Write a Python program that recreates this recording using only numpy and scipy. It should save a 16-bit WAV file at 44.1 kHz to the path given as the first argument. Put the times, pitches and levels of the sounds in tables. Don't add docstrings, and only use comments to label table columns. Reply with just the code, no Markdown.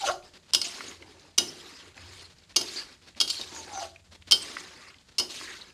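import sys
import numpy as np
from scipy import signal
from scipy.fft import rfft, irfft
from scipy.io import wavfile
from scipy.ndimage import uniform_filter1d

SR = 44100
rng = np.random.default_rng(int(sys.argv[2]) if len(sys.argv) > 2 else 0)


def transcribe(signal):
    frames = np.atleast_2d(signal).T
    limited = np.clip(frames, -1, 1)
    pcm = np.round(limited * 32767).astype(np.int16)
    wavfile.write(sys.argv[1], SR, pcm)


N = 253089
TIME = np.arange(N) / SR


def amp(db):
    return 10 ** (np.asarray(db) / 20)


def unit(x):
    return x / np.sqrt(np.mean(x ** 2) + 1e-20)


def read(points, hz):
    table_hz, value = np.transpose(points)
    return np.interp(np.log(hz + 1), np.log(table_hz + 1), value)


def add(mix, start_s, sound):
    part = mix[max(round(start_s * SR), 0):][:len(sound)]
    part += sound[:len(part)]


def colour(x, points):
    gain = amp(read(points, np.fft.rfftfreq(len(x), 1 / SR)))
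    return unit(irfft(rfft(x) * gain, len(x)))


def wander(size, cutoff_hz):
    hz = np.fft.rfftfreq(size, 1 / SR)
    low_pass = np.exp(-(hz / cutoff_hz) ** 2)
    return unit(irfft(rfft(rng.standard_normal(size)) * low_pass, size))


def grains(size, per_s, spread_db):
    heights = amp(spread_db * np.minimum(rng.exponential(1, size), 5))
    heights = heights * rng.choice([-1, 1], size)
    return unit(heights * (rng.random(size) < per_s / SR))


def resonate(x, hz, width_hz):
    r = np.exp(-np.pi * width_hz / SR)
    poles = [1, -2 * r * np.cos(2 * np.pi * hz / SR), r * r]
    return unit(signal.lfilter([1, 0, -1], poles, x))


def fade(t, t60_s):
    return np.exp(-np.log(1000) * t / t60_s)


def ring(t, hz, t60_s):
    return np.sin(2 * np.pi * hz * t) * fade(t, t60_s)


# frequency in Hz, mean level in dB, t60 in seconds.
WOK_MODES = [(357.91, -19, 0.3548), (419.55, -38.5, .3), (579.72, -31, 0.28), (693.86, -18, 0.16),
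             (791, -39, 0.11), (1139.7, -37, 0.054), (1411.9, -27.5, 0.16), (1503.6, -30.5, 0.12),
             (2222.5, -13.5, 0.034), (2854.6, -13.5, 0.11), (3137.3, -21, 0.2), (3774.6, -17.5, 0.12714),
             (4337.4, -13.5, 0.14), (4385.5, -22.5, 0.048), (4826.8, -3.5, 0.031), (5066.6, -5, 0.12),
             (5121, -15, 0.037), (6760, -36, 0.047), (8856, -23.5, .08), (8872.6, -12, 0.023)]


def pan_ring(bowl_db, scatter_db=2.698, wobble_rad=0.7434, wobble_hz=50):
    t, out = TIME[:16384], 0
    for hz, db, t60_s in WOK_MODES:
        phase = 2 * np.pi * hz * t + wobble_rad * wander(len(t), wobble_hz)
        level_db = db + scatter_db * rng.standard_normal() + bowl_db * (hz < 1000)
        out = out + amp(level_db) * np.sin(phase) * fade(t, t60_s)
    return out


def through_pan(x):
    return unit(signal.fftconvolve(x, pan_ring(0))[:len(x)])


# frequency in Hz, relative level in dB.
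ROOM_SPECTRUM = [(20, -8), (33, -7.5), (50, 9), (110, 4), (190, 6.5), (500, -53), (1400, -25.5),
                 (4500, -35), (7000, -10.5), (15000, -37.5)]
# loudest moment in seconds, half length (to 1/e of the dB rise) in seconds,
# rise in dB.
HUM_SWELLS = [(1.037, 0.166, 12), (2.05, 0.2335, 15), (2.712, .15, 4), (3.746, 0.37, 11),
              (4.304, 0.2018, 12.5)]


def background(floor_db=-66, hum_hz=86.5, hum_db=-70, flutter=0.6):
    phase = 2 * np.pi * np.cumsum(hum_hz + 3 * wander(N, 9.5)) / SR
    tone = (1 + flutter * wander(N, 22)) * np.sin(phase) + flutter * wander(N, 29) * np.cos(phase)
    swell_db = sum(db * np.exp(-((TIME - s) / half_s) ** 2) for s, half_s, db in HUM_SWELLS)
    noise = colour(rng.standard_normal(N), ROOM_SPECTRUM)
    return amp(hum_db + swell_db) * unit(tone) + amp(floor_db) * noise


# start in seconds, length in seconds,
# level added to the steady hiss in dB, before the random flicker.
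HISS_PUFFS = [(0.333, 0.048, -55.5), (0.482, 0.02871, -56), (2.297, 0.03833, -61), (2.493, 0.0342, -59.5),
              (3.009, 0.10772, -60.5), (3.157, 0.06277, -53), (4.109, 0.05511, -57.5),
              (4.269, 0.073, -56.5), (4.991, 0.02674, -63), (5.084, 0.04483, -62.5)]
# frequency in Hz, relative level in dB.
HISS_SPECTRUM = [(30, -40.5), (200, 5.5), (700, -0.5), (1500, 0), (2800, 0), (4400, 2.5), (6500, -6),
                 (10000, -17), (14500, -31)]


def hiss(steady_db=-65, flicker_db=3.5):
    level = np.full(N, amp(steady_db))
    for start_s, length_s, db in HISS_PUFFS:
        add(level, start_s, amp(db) * signal.windows.tukey(int(length_s * SR), .15))
    clicks = grains(N, 7000, 2.6)
    return level * amp(flicker_db * wander(N, 35)) * colour(clicks, HISS_SPECTRUM)


def squelch(size, low_hz, high_hz, per_s, cycles, spread_db, count=24):
    out, t = np.zeros(size), TIME[:SR // 10]
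    for hz in np.geomspace(low_hz, high_hz, count) * rng.uniform(0.96198, 1.03, count):
        cavity = ring(t, hz, cycles / hz) * (1 - np.exp(-t * hz))
        sizes = amp(spread_db * np.minimum(rng.exponential(1, size), 4))
        openings = sizes * (rng.random(size) < per_s / count / SR)
        out += hz ** 1.2746 * signal.oaconvolve(openings, cavity)[:size]
    return unit(out)


def patchy(x, depth_db):
    z = signal.stft(x, SR, nperseg=256)[2]
    over_hz = uniform_filter1d(rng.standard_normal(z.shape), 4, 0)
    patches = unit(uniform_filter1d(over_hz, 7, 1))
    return unit(signal.istft(z * amp(depth_db * patches), SR, nperseg=256)[1][:len(x)])


# steel scrape, rasp of the edge, sliding food; last, change of the scrape by the end in dB.
PUSHES = [(-0.02, 0.07202, -38.5, -42.5, -52, 1), (0.041, 0.038195, -28.5, -36.5, -37, -1),
          (0.218, 0.05004, -56.5, -49.5, -51, 3.5), (0.629, 0.10742, -31.5, -40, -45.5, -8.5),
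          (0.737, 0.183, -42, -40.5, -40.5, -3), (0.987, 0.2965, -58.5, -53.5, -46, -1),
          (1.451, 0.44437, -46, -46.5, -44, -7.5), (1.945, .288, -53.5, -46.5, -47.5, 6.5),
          (2.609, 0.13293, -45.5, -42, -45, 6), (2.741, 0.07215, -34, -38, -43, -7.5),
          (2.838, 0.09424, -57.5, -48.5, -50.5, 3.5), (3.271, 0.24827, -30.5, -44, -49, -18.5),
          (3.53, .13, -38, -46.5, -42.5, -11), (3.659, .18, -49.5, -44, -44.5, 10),
          (4.396, 0.2152, -39.5, -39, -41.5, -5), (4.609, 0.2964, -49, -44, -48.5, -5.5),
          (5.28, 0.11513, -40, -44, -47, 1), (5.389, 0.16176, -38.5, -39, -45.5, -7),
          (5.54, 0.16135, -48, -49, -52, -10.5)]
# frequency in Hz, relative level in dB.
SCRAPE_SPECTRUM = [(1400, -53), (2400, -6), (3100, -1), (3700, 0.5), (4400, 2.5), (5600, -3), (6700, -4),
                   (9000, -12.5), (11500, -20.5), (14500, -30.5)]
# frequency in Hz, relative level in dB.
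RASP_SPECTRUM = [(600, -7.5), (1100, 14), (1500, 12.5), (2000, 15), (2700, 10.5), (3800, -13.5),
                 (7000, -29.5), (14500, -49.5)]
# frequency in Hz, relative level in dB.
FOOD_SPECTRUM = [(25, -41.5), (70, -7), (170, -3.5), (350, 6.5), (600, -3.5), (950, -3.5), (1500, -11),
                 (6000, -6.5), (14500, -42.5)]
PUSH_ATTACK_S, PUSH_RELEASE_DB_PER_S = 0.02772, 280
FOOD_DB_PER_S = -14.5


def strokes(scrape_db=-2.0, rasp_db=-10.0, food_db=-10.0, ring_db=-10, judder_db=1.4767,
            patchy_db=3.5, wet_db=-1):
    out = np.zeros(N)
    smacks = squelch(N, 916.95, 3148.7, per_s=320, cycles=60, spread_db=-1.5)
    slosh = squelch(N, 180.33, 942.2, per_s=420, cycles=17.933, spread_db=-0.5)
    for start_s, length_s, steel_db, edge_db, slide_db, change_db in PUSHES:
        end_s = start_s + length_s + 30 / PUSH_RELEASE_DB_PER_S
        at = np.flatnonzero((TIME >= start_s) & (TIME < end_s))
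        t, size = TIME[at] - start_s, len(at)
        release = amp(-PUSH_RELEASE_DB_PER_S * np.maximum(t - length_s, 0))
        push = np.minimum(t / PUSH_ATTACK_S, 1) * release
        pressure = amp(judder_db * wander(size, 51))

        steel = colour(grains(size, 6000, 1.3663) * pressure, SCRAPE_SPECTRUM)
        steel = steel + amp(ring_db) * through_pan(rng.standard_normal(size))
        steel_level = amp(scrape_db + steel_db + change_db * np.minimum(t / length_s, 1))

        edge = colour(grains(size, 4000, 3.0) * pressure, RASP_SPECTRUM)
        edge = unit(edge + amp(wet_db) * colour(smacks[at], RASP_SPECTRUM))

        food = colour(slosh[at] + grains(size, 1100, 1.4), FOOD_SPECTRUM)
        food_level = amp(food_db + slide_db + FOOD_DB_PER_S * t)

        sound = steel_level * patchy(steel, patchy_db)
        sound += amp(rasp_db + edge_db) * edge
        sound += food_level * food
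        add(out, start_s, push * sound)
    return out


# start in seconds, length in seconds, moment of the hardest bite in seconds from 0,
# level at mid-length in dB before shaking, first Hz, last Hz (both before bite and drift),
# pitch drop at the bite in Hz, roughness at the bite 0-1.
SQUEALS = [(0.005, 0.07524, .07, -30.5, 865, 731.9, 105, 0),
           (0.054, .095, .083, -27, 706.8, 717.2, 154, 0.53),
           (3.483, 0.2159, 3.575, -50, 1000, 820.4, 2.5, 0.3),
           (3.671, 0.2, 3.77, -38.5, 835, 814.1, 51, 0.17),
           (3.803, .075, 3.835, -34.5, 737.1, 669, 17, 0.16)]
# frequency in Hz, relative level in dB.
GRIT_SPECTRUM = [(100, -54.5), (350, -52.5), (560, 12), (705, 7.5), (850, -4.5), (1140, 12.5), (1450, 7),
                 (1950, -10), (3000, -13.5), (8000, -53)]
# frequency in Hz, width in Hz,
# level in dB relative to the squeals' overall rms.
SHAKEN_MODES = [(1106, 16.36, -10), (1399.9, 52.36, -10), (1513.4, 52.28, -14.5)]
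BITE_S, LIGHT_ROUGH = 0.01659, 0.09775
SQUEAL_ENDS_DB = -15.5


def squeals(jitter=0.07887, overtone_db=-2, grit_db=-6, pan_db=-9, drift=0.026173, shake_db=3.5):
    out, chatter = np.zeros((2, N))
    for start_s, length_s, bite_at_s, mid_db, first_hz, last_hz, drop_hz, bite_rough in SQUEALS:
        t = np.arange(0, length_s, 1 / SR)
        size, along = len(t), t / length_s
        bite = np.exp(-((start_s + t - bite_at_s) / BITE_S) ** 2)
        rough = LIGHT_ROUGH + (bite_rough - LIGHT_ROUGH) * bite

        glide_hz = first_hz + (last_hz - first_hz) * along - drop_hz * bite
        hz = glide_hz * (1 + drift * wander(size, 53.1))
        phase = 2 * np.pi * np.cumsum(hz * (1 + jitter * rough * wander(size, 530))) / SR
        overtones = np.sin(2 * phase) + sum(np.sin(k * phase) / k for k in range(3, 12))
        grit = colour(rng.standard_normal(size), GRIT_SPECTRUM) * (1 + np.cos(phase) / 2)

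        arch_db = mid_db + SQUEAL_ENDS_DB * (2 * along - 1) ** 2
        level = amp(arch_db + shake_db * wander(size, 190)) * signal.windows.tukey(size, .04)
        tone = np.sin(phase) + 2 * rough ** 2 * amp(overtone_db) * overtones
        add(out, start_s, level * (tone + rough * amp(grit_db) * grit))
        add(chatter, start_s, level * rough * grit)
    shaken = sum(amp(db) * resonate(chatter, hz, width_hz) for hz, width_hz, db in SHAKEN_MODES)
    return out + np.std(out) * (amp(pan_db) * through_pan(chatter) + shaken)


# start in seconds, length in seconds, frequency halfway in Hz,
# level in dB before the window.
SCRATCHES = [(0.051, 0.04958, 2906, -36), (0.057, 0.0447, 6230, -36), (0.64, 0.029, 6715, -37),
             (0.877, 0.02508, 6620, -44), (1.475, 0.02723, 5380, -40), (2.681, 0.01793, 4340, -37.5),
             (2.756, 0.0579, 4630, -36.5), (3.292, 0.02978, 4376, -30), (3.346, 0.05114, 4290, -38.5),
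             (3.534, 0.0901, 6600, -45), (3.722, 0.09475, 6140, -43), (0.677, 0.01729, 8478, -44.5),
             (4.418, 0.016, 8283, -40), (5.463, 0.06636, 1869, -45.5), (5.607, 0.02025, 4064, -44)]


def scratches(width_hz=450, sink=0.035673):
    out = np.zeros(N)
    for start_s, length_s, hz, db in SCRATCHES:
        size = int(length_s * SR)
        along = np.linspace(0, 1, size)
        phase = 2 * np.pi * np.cumsum(hz * (1 - sink * (along - .5))) / SR
        sound = wander(size, width_hz) * np.cos(phase) + wander(size, width_hz) * np.sin(phase)
        add(out, start_s, amp(db) * unit(sound) * signal.windows.tukey(size, .5))
    return out


BUBBLES_PER_S, BUBBLE_DB, BUBBLE_LOW_HZ, BUBBLE_HIGH_HZ = 9.4, -41.5, 1815.6, 5485


def small_bubbles(spread_db=3):
    rows = []
    for when, size, pitch in rng.random((round(BUBBLES_PER_S * N / SR), 3)):
        hz = BUBBLE_LOW_HZ * (BUBBLE_HIGH_HZ / BUBBLE_LOW_HZ) ** pitch
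        rows.append((when * N / SR, BUBBLE_DB + spread_db * (2 * size - 1), hz))
    return rows


# start in seconds, level in dB before pop_db, frequency in Hz.
LARGE_POPS = [(0.806, -18, 1422), (1.023, -27, 2065), (1.977, -29, 1948), (1.1956, -36, 4291),
              (2.437, -41.5, 3560), (3.148, -41.5, 2020), (3.562, -28.5, 1420), (3.678, -33, 1600),
              (3.96, -32, 2393), (4.132, -40, 3620), (4.222, -34.5, 2627), (4.568, -17.5, 1504),
              (4.942, -35, 2114), (5.4119, -24.5, 1240)]


def pops(pop_db=-7, pop_t60_s=0.017126, splash_db=3, splash_width_hz=1100, rise_s=0.0014):
    out, t = np.zeros(N), TIME[:SR // 20]
    for start_s, db, hz in LARGE_POPS + small_bubbles():
        splash = resonate(rng.standard_normal(len(t)), hz, splash_width_hz)
        splash = resonate(splash, hz, hz) * fade(t, pop_t60_s)
        burst = ring(t, hz, pop_t60_s) + amp(splash_db) * splash
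        add(out, start_s, amp(db + pop_db) * (1 - np.exp(-t / rise_s)) * burst)
    return out


# start in seconds, delay of the whole
# edge in seconds, corner level in dB, edge level in dB, centre of the bright band in Hz, low mode in Hz,
# its dB, high mode in Hz, its dB, t60 of both in seconds, change of wok modes under 1 kHz and thud in dB.
KNOCKS = [(0.5344, 0.012273, -11, -9, 4564, 3181, -18, 4330, -21, 0.0624, -16.5),
          (0.6130, 0.0022703, -32.5, -19.5, 5193, 3060, -19, 5600, -18, 0.04715, -12),
          (1.378, .0038, -16.5, -8, 5981, 2895, -7.5, 5920, -4.5, 0.04943, -8),
          (2.5606, .0036, -14, -11, 5243, 2892, -19, 6416, -10, 0.0821, -8.5),
          (2.6110, 0.003694, -24.5, -28, 4668, 3107, -5.5, 6340, -20, 0.03554, -2.5),
          (3.2015, 0.009517, -14.5, -11.5, 5076, 3254, -2, 4480, -3, 0.0315, -13.5),
          (3.276, 0.002472, -26.5, -30, 4403, 3200, -11.5, 4700, -3.5, 0.0749, -14),
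          (3.3008, .006, -21.5, -34.5, 4288, 3212, -8, 7600, -8.5, 0.08815, -24),
          (3.412, 0.0036, -30.5, -43, 4080, 3750, 6, 4400, -1.5, 0.04885, -1.5),
          (4.3106, .0095, -13, -5, 4798, 3132, -8, 4780, -18, 0.11625, -14.5),
          (5.1827, 0.0051, -16.5, -19, 5498, 2863, -9, 5253, 4.5, 0.02935, -11.5),
          (5.1959, .002, -19.5, -18, 4985, 3049, -10, 4485, -8.5, 0.0699, -4.5)]
FIRST_RISE_S, LATER_RISE_S = 0.0007295, 0.000547
REBOUND_SHARE, REBOUND_DB = .7, -11.5


def contacts():
    for start_s, delay_s, corner_db, edge_db, *tone in KNOCKS:
        yield start_s, FIRST_RISE_S, corner_db, *tone
        yield start_s + delay_s, LATER_RISE_S, edge_db, *tone
        rebound_s = start_s + delay_s * (1 + REBOUND_SHARE)
        yield rebound_s, LATER_RISE_S, edge_db + REBOUND_DB, *tone


# frequency in Hz, relative level in dB.
CRACK_SPECTRUM = [(30, -58), (150, -45), (300, -19.5), (900, -5.5), (1400, -3.5), (1750, -19), (2400, -11),
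                  (3000, 8), (3700, 0), (5000, 9.5), (6300, -0.5), (7300, -4), (9500, -2.5), (11500, -12.5),
                  (14500, -16)]
# frequency in Hz, gain in dB.
WASH_SPECTRUM = [(1500, -8.5), (3100, -7.5), (6000, 4), (9000, -4)]


def knocks(crack_t60_s=0.029005, bright_db=-2, bright_width_hz=1100, crack_db=-1, pan_db=-7,
           wash_db=-12, wash_t60_s=0.017667, thud_db=-18, thud_t60_s=0.33697):
    out, t = np.zeros(N), TIME[:16384]
    for (start_s, rise_s, db, bright_hz, low_hz, low_db, high_hz, high_db,
         blade_t60_s, bowl_db) in contacts():
        crack_noise, bright_noise, thud_noise = rng.standard_normal((3, len(t)))
        bright = resonate(bright_noise, bright_hz, bright_width_hz)
        bright = resonate(bright, bright_hz, 2 * bright_width_hz)
        crack = colour(crack_noise, CRACK_SPECTRUM) + amp(bright_db) * bright
        crack /= np.sqrt(np.mean(crack[:SR // 200] ** 2))

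        clatter = amp(crack_db) * crack * fade(t, crack_t60_s)
        clatter = clatter + amp(wash_db) * colour(crack, WASH_SPECTRUM) * fade(t, wash_t60_s)
        blade = amp(low_db) * ring(t, low_hz, blade_t60_s)
        blade = blade + amp(high_db) * ring(t, high_hz, blade_t60_s)
        wok = amp(pan_db) * pan_ring(bowl_db)
        thud = amp(thud_db + bowl_db) * colour(thud_noise, FOOD_SPECTRUM) * fade(t, thud_t60_s)
        onset = (1 - np.exp(-t / rise_s)) ** 2
        add(out, start_s, amp(db) * onset * (clatter + blade + wok + thud))
    return out


# start in seconds, level in dB before the envelope.
FLOPS = [(0.9, -43), (1.152, -57.5), (1.976, -72), (2.216, -52), (3.393, -31), (3.517, -35.5), (4.953, -52)]


def flops(rise_s=0.0075, t60_s=0.096):
    out, t = np.zeros(N), TIME[:SR // 4]
    for start_s, db in FLOPS:
        envelope = (1 - np.exp(-t / rise_s)) * fade(t, t60_s)
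        add(out, start_s, amp(db) * envelope * colour(rng.standard_normal(len(t)), FOOD_SPECTRUM))
    return out


# frequency in Hz, t60 in seconds.
KITCHEN_DECAY = [(200, 1), (500, 0.42954), (1500, 0.2552), (5000, 0.27613), (12000, 0.3841)]


def kitchen(x, gap_s=0.006):
    hz, t, z = signal.stft(rng.standard_normal(SR), SR, nperseg=256)
    decay = fade(t, read(KITCHEN_DECAY, hz)[:, None])
    tail = signal.istft(z * decay, SR, nperseg=256)[1]
    tail *= 1 - np.exp(-(TIME[:len(tail)] / gap_s) ** 2)
    return signal.fftconvolve(x, tail / np.linalg.norm(tail))[:N]


def scene(knock_room_db=-10, pan_room_db=-11):
    blows = knocks()
    stirring = strokes() + flops() + scratches() + squeals() + pops() + hiss()
    room = kitchen(amp(knock_room_db) * blows + amp(pan_room_db) * stirring)
    return (blows + stirring + room + background())[None]


EDGE_HZ = 14400


def record(dry):
    low_pass = signal.firwin(401, EDGE_HZ, window=("kaiser", 8), fs=SR)
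    return signal.oaconvolve(np.clip(dry, -1, 1), low_pass[None], "same")


dry = scene()
out = record(dry)
transcribe(out)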